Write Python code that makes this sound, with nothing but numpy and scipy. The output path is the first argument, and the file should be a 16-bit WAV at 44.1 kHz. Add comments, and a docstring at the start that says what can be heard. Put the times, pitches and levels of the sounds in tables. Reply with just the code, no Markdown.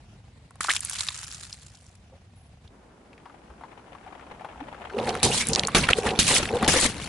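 """You hear a wet burst and a spitting, fading hiss, then, at another spot, grit crunching and plastic
breaking: a snipped water balloon spits a jet, then a car flattens four sealed cups.
The jet, grit, squirts and open air are shaped noise with small ringing grains; spits, stones and snaps
are clicks that ring; pops are pressure pulses; gulps, groans and bumps are short tones.
An engine idles faintly at the first spot."""
import sys
import numpy as np
from scipy import signal
from scipy.fft import rfft, irfft, next_fast_len
from scipy.io import wavfile

SR = 44100
rng = np.random.default_rng(int(sys.argv[2]) if len(sys.argv) > 2 else 0)


def master(y):
    """Save y as 16-bit WAV."""
    cut = np.clip(np.atleast_2d(y).T, -1, 1)
    pcm = np.round(cut * 32767)  # scale
    wavfile.write(sys.argv[1], SR, pcm.astype(np.int16))


N = 312228   # length in samples

# Open air loudness. Each row: time in seconds, level in dB.
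AIR_LEVEL = [(0, -50.5), (1.5, -52), (2.7, -52), (2.71, -54), (7.08, -43)]
# Tone of the open air at each spot. Each row: pitch in Hz, relative strength in dB per Hz.
FIRST_SPOT_TONE = [(20, -31), (50, -2.5), (92, 0.5), (220, -11.5), (320, -20.5), (720, -23), (1200, -28),
                   (2500, -28.5), (11300, -41.5)]
SECOND_SPOT_TONE = [(20, -30), (55, 3.5), (92, -5.5), (220, -3), (900, -11), (3700, -28), (11300, -34.5)]
# How alike left and right are, for near and far sounds. Each row: pitch in Hz, likeness (1 is the same).
NEAR_ALIKE = [(60, 0.95), (220, 1), (840, 0.95), (3140, 0.16), (11700, 0.2)]
FAR_ALIKE = [(60, 1), (170, 0.98), (500, 0.76), (1420, 0.26), (11700, 0.011)]

# Water jet losing pressure. Each row: time in seconds, hiss level in dB.
JET_LEVEL = [(0.607, -28), (0.68, -33), (0.79, -51), (0.83, -34.5), (1.04, -35), (1.4, -44), (1.68, -53.5),
             (1.9, -60), (2.15, -93)]
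# The jet surges as the cut tears wider. Each row: start in seconds, hiss level in dB, hold in seconds.
SURGES = [(0.697, -24, 0.017), (0.756, -25.5, .003)]
# Tone of the jet. Each row: pitch in Hz, relative strength in dB per Hz.
JET_TONE = [(300, -32), (800, -13), (1300, -4.5), (2000, -8), (3600, -5.5), (6800, -5.5), (8000, -6.5),
            (11300, -6.5)]
# The cut in the skin sings. Each row: pitch in Hz, level against the hiss in dB.
NOZZLE = [(7200, -15)]
# Spits, drops and scissor ticks. Each row: start in seconds, level in dB, ring in Hz.
SPITS = [(0.508, -29.5, 950), (0.5566, -30.5, 1100), (0.6065, -8, 1290), (0.6415, -15.5, 3300),
         (0.646, -13.5, 1110), (0.6958, -11.5, 3400), (0.7044, -7, 2060), (0.7114, -14, 2670),
         (0.756, -18, 7400), (0.7633, -11, 2720), (0.806, -17, 10500), (0.849, -15, 9900),
         (0.8963, -15.5, 10500), (0.924, -23, 5070), (0.9577, -19.5, 2380), (0.987, -16, 4300),
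         (1.0066, -15.5, 3900), (1.0859, -11.5, 3540), (1.0875, -19, 1410), (1.1767, -23.5, 6460),
         (1.24, -27.5, 5440), (1.3144, -24.5, 4770), (1.3457, -23.5, 5700), (1.5272, -23, 5000),
         (1.6646, -36, 6900), (1.108, -30, 900), (1.752, -39.5, 5600), (1.865, -40.5, 6400),
         (2.6766, -41, 3400)]
# A skin, wall or lid letting go at once. Each row: start in seconds, level in dB, suck length in seconds.
POPS = [(.607, -27, .0007), (5.2303, -12, .0013), (5.7484, -14, .0011), (6.1904, -11, .002),
        (6.6795, -10, .0017)]
# Air pockets that close or whistle, a faint hoot and a faint, narrow high hiss.
# Each row: start in seconds, level in dB, start pitch in Hz, end pitch in Hz, length in seconds.
GULPS = [(0.684, -18.5, 1232, 2496, 0.037), (0.765, -34, 2260, 3420, 0.015), (2.118, -50, 513, 583, 0.058),
         (2.354, -65, 10300, 10400, 0.15), (5.309, -26, 2610, 3360, 0.034),
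         (5.401, -25.5, 2256, 2310, 0.05), (5.888, -19, 1280, 1400, 0.017), (5.932, -8, 2400, 4400, 0.0045)]

# Tyre creeping over grit. Each row: time in seconds, crunch level in dB, left minus right in dB.
ROLL = [(2.71, -75, 9), (3.5, -60, 12), (4.4, -47, 4), (4.95, -45.5, 5)]
# Tone of the grit. Each row: pitch in Hz, relative strength in dB per Hz.
GRIT_TONE = [(150, -13.5), (300, -15), (800, 1), (1100, -7.5), (3000, -14), (4800, -33), (9000, -40.5)]
# Stones giving way. Each row: start in seconds, level in dB, ring in Hz.
STONES = [(3.131, -41.5, 2280), (3.179, -42.5, 1960), (3.256, -36.5, 840), (3.296, -41.5, 950),
          (3.502, -43, 890), (3.61, -37, 750), (3.636, -30, 860), (3.728, -38.5, 895), (3.794, -43, 970),
          (3.949, -37.5, 940), (4.063, -36, 755), (4.195, -38, 1270), (4.408, -31, 780), (4.446, -27, 800),
          (4.558, -37.5, 800), (4.745, -35, 1220), (4.809, -34, 690), (4.845, -39, 690),
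          (4.898, -33.5, 1450)]
# Dull bumps as the car rocks forward. Each row: centre in seconds, level in dB.
BUMPS = [(3.51, -42), (4.575, -46.5), (4.89, -54)]

# A wall or pebble bends into a sliding note. Each row: peak in seconds, level in dB, pitch at the peak in Hz.
GROANS = [(4.624, -29.5, 284), (4.953, -23.5, 414), (4.989, -19, 490), (5.0376, -23, 483),
          (5.094, -22, 720), (5.259, -18, 392), (5.522, -22.5, 476), (5.592, -27.5, 575), (5.789, -13, 205),
          (5.823, -27, 128), (5.9873, -18, 460), (6.053, -21.5, 430), (6.539, -18, 460), (6.567, -21, 507),
          (6.633, -19, 223), (6.668, -21, 870)]
# Plastic snapping. Each row: start in seconds, level in dB, ring in Hz, noise fall by 60 dB in seconds.
SNAPS = [(4.987, -19.5, 2300, 0.03), (5.345, -11, 790, 0.013), (5.684, -13, 1040, 0.051),
         (6.312, -10, 785, 0.0093), (6.848, -20, 1230, 0.018), (5.074, -18.5, 1740, 0.023),
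         (5.092, -15, 3940, 0.015), (5.1525, -12.5, 1220, 0.011), (5.23, -10, 3960, 0.23),
         (5.47, -13.5, 8800, 0.011), (5.4867, -4.5, 10100, 0.0074), (5.533, -8, 5140, 0.032),
         (5.55, -3, 4830, 0.005), (5.559, -5.5, 4640, 0.0042), (5.595, -4.5, 4200, 0.0093),
         (5.635, -9.5, 2520, 0.011), (5.672, -7, 7150, 0.014), (5.7496, -9, 2390, 0.0098),
         (5.8384, -12, 2350, 0.056), (5.8887, 1, 1410, 0.012), (6.365, -10, 2170, 0.025),
         (6.069, -13.5, 1410, 0.031), (6.091, -14, 3000, .01), (6.107, -17, 2800, 0.034),
         (6.1905, -9.5, 3060, 0.15), (6.456, -13.5, 1970, 0.014), (6.489, -20.5, 2000, 0.038),
         (6.6267, -10, 1110, 0.039), (6.681, -10.5, 8000, 0.083), (6.8123, -5, 7540, 0.011),
         (6.864, -8, 7900, 0.0045)]
# Ways a cup wall shakes. Each row: pitch in Hz, base width in Hz, relative level in dB.
WALL_MODES = [(234.5, 17, 0.5), (460, 148, 3), (720, 99, -0.5)]
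# A wall folds under the tread. Each row: peak in seconds, creak level in dB, thud level in dB.
FOLDS = [(4.992, -22, -55), (5.086, -21.5, -48), (5.151, -27.5, -35), (5.267, -21.5, -33),
         (5.495, -44, -29.5), (5.522, -30.5, -30), (5.582, -28.5, -43), (5.638, -29.5, -32.5),
         (5.81, -42, -23.5), (5.981, -28.5, -37), (6.066, -24.5, -29.5), (6.124, -24.5, -32),
         (6.33, -24.5, -43), (6.46, -52, -32.5), (6.511, -27.5, -45), (6.547, -24.5, -31),
         (6.631, -24.5, -28)]
# Filling or air squeezed out before and between bursts.
# Each row: peak in seconds, squirt level in dB, spray level in dB.
OOZES = [(4.984, -38, -52), (5.084, -29.5, -38.5), (5.5, -45, -29.5), (5.585, -31.5, -34.5),
         (5.65, -31.5, -46), (5.911, -26.5, -42), (5.985, -33, -33), (6.071, -25.5, -33.5),
         (6.552, -31.5, -39), (6.646, -27, -56)]
# A cup bursts. Each row: start in seconds, first blast in dB, stream in dB, stream delay in seconds,
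# stream length in seconds, squirt against spray in dB, wall creak in dB, thud in dB.
BURSTS = [(5.23, -14, -23.5, 0.1, 0.082, -11, -23.5, -24.5), (5.748, -16, -31.5, .04, 0.055, 1, -29, -34),
          (6.1898, -13.5, -18.5, 0.09, 0.092, -6.5, -37, -27.5),
          (6.678, -18, -23.5, 0.014, 0.17, -4.5, -30, -28)]
# The wheel rolls on through the mess. One row: thud, creak, squirt and spray levels in dB.
ROLL_ON_DB = (-41.5, -55.5, -39.5, -55)
# Tones of the thud, squirt and spray. Each row: pitch in Hz, relative strength in dB per Hz.
THUD_TONE = [(30, -26), (60, 2.5), (230, 2), (330, -14.5), (600, -33)]
SQUIRT_TONE = [(500, 3), (1000, -2), (2200, -0.5), (4000, -8.5), (8000, -17.5)]
SPRAY_TONE = [(1500, -10.5), (3200, -2), (9200, -2.5), (11300, -7)]
# The wheel ends up to the left as it nears. Each row: time in seconds, left minus right in dB.
CUPS_PAN = [(0, 0), (6.2, -0.55), (7.08, 3.5)]

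SPOT_CHANGE_S = 2.705
IDLE_FIRST_S, IDLE_PER_S, IDLE_T60_S = .003, 25.3, .03
IDLE_DB, IDLE_HZ = -17, 750   # level against the open air
SURGE_RISE_DB_PER_S, SURGE_FALL_DB_PER_S = 900.5, 453
RECOIL_LONGER = 4.8   # the push lasts this many times the suck
STONE_CYCLES = 64   # the noise in a stone's crack falls 60 dB in this many cycles of its ring
BUMP_HZ, BUMP_S = 65.6, 0.02
GROAN_SWELL_S, GROAN_DIE_S, GROAN_SLIDE_PER_S = 0.008, 0.0057, 4.2   # slide: share of the pitch per second
FOLD_RISE_DB_PER_S, FOLD_FALL_DB_PER_S = 390, 256
OOZE_RISE_DB_PER_S, OOZE_FALL_DB_PER_S = 288, 280
BLAST_RISE_DB_PER_S, BLAST_FALL_DB_PER_S = 25000, 257
STREAM_RISE_DB_PER_S, STREAM_FALL_DB_PER_S, SQUIRT_FALL_DB_PER_S = 194, 500, 136
DRIBBLE_DB, DRIBBLE_FALL_DB_PER_S = -9, 106   # left after the stream stops, against the stream
WALL_FALL_DB_PER_S, THUD_FALL_DB_PER_S = 187, 102
SEALED_S = .12   # no stream this long ahead of a burst
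ROLL_ON_S = 5.0
LAST_DRIP_S, LAST_DRIP_DB = 6.9, -42   # the last cup keeps dribbling
CUTOFF_HZ = 11300


def amp(db):
    """Turn dB into a plain multiplier."""
    return 10 ** (np.asarray(db) / 20)


def rms_one(x):
    """Scale to an average strength (rms) of 1."""
    return x / np.sqrt(np.mean(x ** 2) + 1e-20)


def in_time(rows, silent_db=-120):
    """Read a table's columns at every sample; the first is silent outside the table's times."""
    s, *columns = np.transpose(rows)
    t, s = np.arange(N) / SR, np.maximum.accumulate(s)
    first = np.interp(t, s, columns[0], left=silent_db, right=silent_db)
    return [first] + [np.interp(t, s, column) for column in columns[1:]]


def at_hz(points, hz):
    """Read a tone table with pitch spaced in octaves."""
    table_hz, values = np.array(points)[:, 0], np.array(points)[:, 1]
    return np.interp(np.log(hz), np.log(table_hz), values)


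def drift(rate_hz):
    """Random wandering of spread 1: noise smoothed twice above rate_hz, made at every 20th sample."""
    r = np.exp(-40 * np.pi * rate_hz / SR)
    noise = rng.standard_normal(N // 20 + 2002)
    slow = signal.lfilter([1], [1, -2 * r, r * r], noise)[2000:]   # skip the settling
    return np.interp(np.arange(N) / 20, np.arange(len(slow)), rms_one(slow))


def resonance(x, hz, width_hz):
    """Ring at one pitch, as a two-pole band-pass with a gain of 1 at the top."""
    r = np.exp(-np.pi * width_hz / SR)
    ring = [1, -2 * r * np.cos(2 * np.pi * hz / SR), r * r]
    return signal.lfilter([(1 - r * r) / 2, 0, (r * r - 1) / 2], ring, x)


def panned(pan_db):
    """Left and right gains for a left-minus-right difference in dB."""
    return amp(np.array([pan_db / 2, -pan_db / 2]))


def grains(per_s, spread_db, t60):
    """Envelope of random bursts that start at once and fall 60 dB in t60 seconds; rms 1."""
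    sizes = amp(spread_db * np.minimum(rng.exponential(1, N), 4))
    born = rng.random(N) < per_s / SR
    return rms_one(signal.lfilter([1], [1, -amp(-60 / (t60 * SR))], sizes * born + 1e-18))


def pings(per_s, low_hz, high_hz, sharpness):
    """Small bubbles or pebbles ring briefly at scattered times, pitches and places; rms 1."""
    born = rng.random(N) < per_s / SR
    sized = born * amp(3.74 * np.minimum(rng.exponential(1, N), 4))
    dealt, places_db = rng.integers(0, 16, N), rng.normal(0, 4.0, 16)
    out = np.zeros((2, N))
    for k, (hz, pan_db) in enumerate(zip(np.geomspace(low_hz, high_hz, 16), places_db)):
        clicks = sized * (dealt == k) + 1e-18
        ring = resonance(resonance(clicks, hz, hz / sharpness), hz, hz)
        out += panned(pan_db)[:, None] * ring
    return rms_one(out)


def coloured(spectrum, alike, patchy_db, envelope=1):
    """Stereo noise under an envelope, shaped by a tone table and flickering band by band; rms 1."""
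    size = next_fast_len(N)
    hz = np.maximum(np.arange(size // 2 + 1) * SR / size, 10)
    mid, side = rfft(rng.standard_normal((2, N)) * envelope, size) * amp(at_hz(spectrum, hz))
    like = np.clip(at_hz(alike, hz), -1, 1)
    both = np.sqrt(1 + like) * mid + np.sqrt(1 - like) * side * [[1], [-1]]
    odd = np.cos(np.pi * np.log2(hz)) ** 2   # two interleaved sets of bands waver separately
    out = 0
    for part in (odd, 1 - odd):
        out = out + irfft(both * part, size)[:, :N] * amp(patchy_db * drift(21.0))
    return rms_one(out)


def cracks(events, t60s, pan_db, sharp, broad, wide, click=2.7):
    """Each event is a click and a dying noise that ring one pitch, with a broad crack on top."""
    out, size = np.zeros((2, N + 4096)), 4096
    noise = rng.standard_normal((len(events), 2, size))
    for (s, db, hz, *_), t60, (mid, side) in zip(events, t60s, noise):
        fall = amp(-60 * np.arange(size) / SR / max(t60, .002))
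        side = signal.lfilter([.5, -.5], [1], side)   # left and right differ most in the treble
        burst = fall * (mid + wide * side * [[1], [-1]])
        burst[:, 0] += click
        hz = min(hz, 10500)
        ring = resonance(resonance(burst, hz, hz / sharp), hz, 2 * hz)
        sound = ring + broad * np.diff(burst * fall, prepend=0)
        at = round(s * SR)
        out[:, at:at + size] += amp(db) * sound / np.abs(sound.mean(axis=0)).max()
    return panned(pan_db)[:, None] * out[:, :N]


def swells(s, db, rise, fall, hold=0):
    """Levels in dB that rise to each peak, hold and fall at steady rates; the loudest counts."""
    t = np.arange(0, N, 16) / SR   # every 16th sample is enough
    s, db, hold = (np.reshape(v, (-1, 1)) for v in (s, db, hold))
    level = db - rise * np.maximum(s - t, 0) - fall * np.maximum(t - s - hold, 0)
    return np.interp(np.arange(N) / SR, t, np.maximum(level.max(axis=0), -120))


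def air():
    """Distant rumble and hiss of the open road: shaped noise, with a different tone at each spot."""
    first = coloured(FIRST_SPOT_TONE, FAR_ALIKE, 2.4)
    second = coloured(SECOND_SPOT_TONE, FAR_ALIKE, 0.78)
    return amp(in_time(AIR_LEVEL)[0]) * np.where(np.arange(N) < SPOT_CHANGE_S * SR, first, second)


def idle():
    """The engine ticks at the first spot: each firing gives a short puff of noise ringing one pitch."""
    t = np.arange(N) / SR
    since_firing = (t - IDLE_FIRST_S) % (1 / IDLE_PER_S)
    puffs = rng.standard_normal((2, N)) * amp(-60 * since_firing / IDLE_T60_S)
    ticks = resonance(puffs, IDLE_HZ, 170)
    blended = rms_one(ticks + ticks[::-1] / 2)   # some of each side leaks into the other
    return amp(IDLE_DB + in_time(AIR_LEVEL)[0]) * blended * (t < SPOT_CHANGE_S)


def balloon():
    """The jet breaks into spits and bubbles over a hiss that sings in the cut and fades with pressure."""
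    s, db, hold = np.transpose(SURGES)
    surge_db = swells(s, db, SURGE_RISE_DB_PER_S, SURGE_FALL_DB_PER_S, hold)
    hiss_db = np.maximum(in_time(JET_LEVEL)[0], surge_db)
    hiss = coloured(JET_TONE, NEAR_ALIKE, 2, .6 + grains(150, 4, .01))
    sung = sum(amp(db) * rms_one(resonance(hiss, hz, 685)) for hz, db in NOZZLE)
    jet = hiss + sung + .4 * pings(900, 1500, 9000, 10)
    spits = cracks(SPITS, np.full(len(SPITS), .02), -1.3, sharp=3.0, broad=0.13, wide=0.76)
    return amp(hiss_db) * jet + spits


def pops():
    """Each release is one short suck of pressure, then a longer, weaker push that makes up for it."""
    out = np.zeros(N)
    for s, db, width in POPS:
        suck, push = np.hanning(round(width * SR)), np.hanning(round(RECOIL_LONGER * width * SR))
        pulse = np.concatenate([-suck, push / RECOIL_LONGER])
        out[round(s * SR):round(s * SR) + len(pulse)] += amp(db) * pulse
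    return out


def gulps():
    """Each short tone rises in a wobbling pitch, throbs unevenly and fades to its end."""
    out, wobble, rough = np.zeros(N), drift(180), drift(500)
    for s, db, start_hz, end_hz, length in GULPS:
        u = np.linspace(0, 1, round(length * SR))   # 0 at the start, 1 at the end
        here = slice(round(s * SR), round(s * SR) + len(u))
        pitch = start_hz * (end_hz / start_hz) ** u * (1 + 0.037 * wobble[here])
        note = np.sin(2 * np.pi * np.cumsum(pitch) / SR)
        throb = 1 + .5 * np.cos(2 * np.pi * 135 * length * u) + 0.71 * rough[here]   # 135 Hz throb
        out[here] += amp(db) * note * throb * np.minimum(u * 30, 1) * (1 - u) ** 0.59
    return out


def tyre():
    """Grit crunches in clumps under the slow tyre, as bursts of noise and pings, while stones crack."""
    crunch_db, pan_db = in_time(ROLL)
    grit = coloured(GRIT_TONE, FAR_ALIKE, 1, .4 + grains(60, 3, .045))
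    grit = grit + .4 * pings(250, 500, 1500, 6.0)
    stone_t60s = STONE_CYCLES / np.array(STONES)[:, 2]
    stones = cracks(STONES, stone_t60s, 5.4, sharp=3.2, broad=0.01, wide=0.87, click=2.5)
    return amp(crunch_db) * panned(pan_db) * grit + stones


def bumps():
    """The rocking car gives a few low cycles that swell and fade."""
    t = np.arange(N) / SR
    out = np.zeros(N)
    for s, db in BUMPS:
        swell = np.exp(-((t - s) / BUMP_S) ** 2)
        out += amp(db) * swell * np.sin(2 * np.pi * BUMP_HZ * (t - s))
    return out


def groans():
    """Each note swells while the load builds, slides upward and dies fast when the wall gives."""
    out, t, rough = np.zeros((2, N)), np.arange(-2000, 1500) / SR, drift(120)   # t is 0 at the peak
    for (s, db, hz), (start, place) in zip(GROANS, rng.random((len(GROANS), 2))):
        here = slice(round(s * SR) - 2000, round(s * SR) + 1500)
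        swell = np.exp(np.minimum(t / GROAN_SWELL_S, -t / GROAN_DIE_S))
        shape = amp(db + 2.5 * rough[here]) * swell
        turns = start + hz * (t + GROAN_SLIDE_PER_S * t ** 2 / 2)
        note = np.sin(2 * np.pi * turns)
        out[:, here] += panned(2.6 * (place - .5))[:, None] * shape * note
    return out


def before(s):
    """True just ahead of each burst, while the lid is still sealed."""
    t = np.arange(N) / SR
    return sum((t < at) & (t > at - SEALED_S) for at in s)


def crushing():
    """Levels of thud, creak, squirt and spray: folds and oozes, then blast, stream and dribble of each burst."""
    s, blast, stream, later, length, below, wall, thump = np.transpose(BURSTS)
    fold_s, fold, fold_thump = np.transpose(FOLDS)
    ooze_s, ooze, mist = np.transpose(OOZES)
    shut = -120 * before(s)   # silences the stream while sealed
    # each level starts from the wheel rolling on, which rises once and stays
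    thud, creak, squirt, spray = (swells(ROLL_ON_S, db, FOLD_RISE_DB_PER_S, 0) for db in ROLL_ON_DB)
    thud = [thud, swells(s, thump, BLAST_RISE_DB_PER_S, THUD_FALL_DB_PER_S),
            swells(fold_s, fold_thump, FOLD_RISE_DB_PER_S, FOLD_FALL_DB_PER_S)]
    creak = [creak, swells(s, wall, BLAST_RISE_DB_PER_S, WALL_FALL_DB_PER_S),
             swells(fold_s, fold, FOLD_RISE_DB_PER_S, FOLD_FALL_DB_PER_S)]
    squirt = [squirt, swells(s, blast + below, BLAST_RISE_DB_PER_S, BLAST_FALL_DB_PER_S),
              swells(s + later, stream + below, STREAM_RISE_DB_PER_S, SQUIRT_FALL_DB_PER_S, length) + shut,
              swells(ooze_s, ooze, OOZE_RISE_DB_PER_S, OOZE_FALL_DB_PER_S)]
    spray = [spray, swells(s, blast, BLAST_RISE_DB_PER_S, BLAST_FALL_DB_PER_S),
             swells(s + later, stream, STREAM_RISE_DB_PER_S, STREAM_FALL_DB_PER_S, length) + shut,
             swells(s + later + length, stream + DRIBBLE_DB, BLAST_RISE_DB_PER_S, DRIBBLE_FALL_DB_PER_S),
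             swells(ooze_s, mist, OOZE_RISE_DB_PER_S, OOZE_FALL_DB_PER_S),
             swells(LAST_DRIP_S, LAST_DRIP_DB, BLAST_RISE_DB_PER_S, 0)]
    return [np.max(parts, axis=0) for parts in (thud, creak, squirt, spray)]


def cups():
    """Walls slip, ring and snap, the tyre thuds, and the filling squirts and sprays as noise and bubbles."""
    thud_db, creak_db, squirt_db, spray_db = crushing()
    slips = coloured([(100, 0), (1000, 0)], NEAR_ALIKE, .5, 1.8 + grains(220, 2.5, .01))
    creak = 0
    for hz, width, db in WALL_MODES:
        ring = resonance(resonance(slips, hz, 2 * width), hz, 2 * width)
        creak = creak + amp(db + 2 * drift(15.0)) * ring
    creak = rms_one(creak)
    flow = np.clip((spray_db + 43.5) / 10, 0, 1)   # a strong stream is smooth, a weak one breaks into lumps
    splutter = .45 + .3 * flow + (.5 - .25 * flow) * grains(800, 3.5, .0035)
    squirt = coloured(SQUIRT_TONE, NEAR_ALIKE, 6.1) + .65 * pings(700, 954, 4290, 27)
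    spray = coloured(SPRAY_TONE, NEAR_ALIKE, 3.7) + .45 * pings(1200, 2500, 10550, 60)
    wet = splutter * (amp(squirt_db) * squirt + amp(spray_db) * spray)
    thud = amp(thud_db) * coloured(THUD_TONE, NEAR_ALIKE, 0.72)
    snaps = cracks(SNAPS, np.array(SNAPS)[:, 3], -1.2, sharp=2.77, broad=0.07, wide=1.5, click=5.9)
    return thud + amp(creak_db) * creak + wet + snaps


def scene():
    """Add up all sources; cups, pops and groans share one left-right position curve."""
    s, pan_db = np.transpose(CUPS_PAN)
    position = panned(np.interp(np.arange(N) / SR, s, pan_db))
    first_spot = air() + idle() + balloon()   # the air goes on at the second spot
    car = tyre() + bumps()
    return first_spot + gulps() + car + position * (pops() + groans() + cups())


def record(dry):
    """Round off the peaks, then cut the treble with a steep edge and again higher up."""
    edge = signal.cheby2(18, 36, CUTOFF_HZ, fs=SR, output="sos")   # at least 36 dB down from here up
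    upper = signal.cheby2(8, 50, 14000, fs=SR, output="sos")   # another 50 dB from 14 kHz up
    rounded = .9 * np.tanh(dry / .9)
    return signal.sosfilt(np.vstack([edge, upper]), rounded)


dry = scene()
out = record(dry)
master(out)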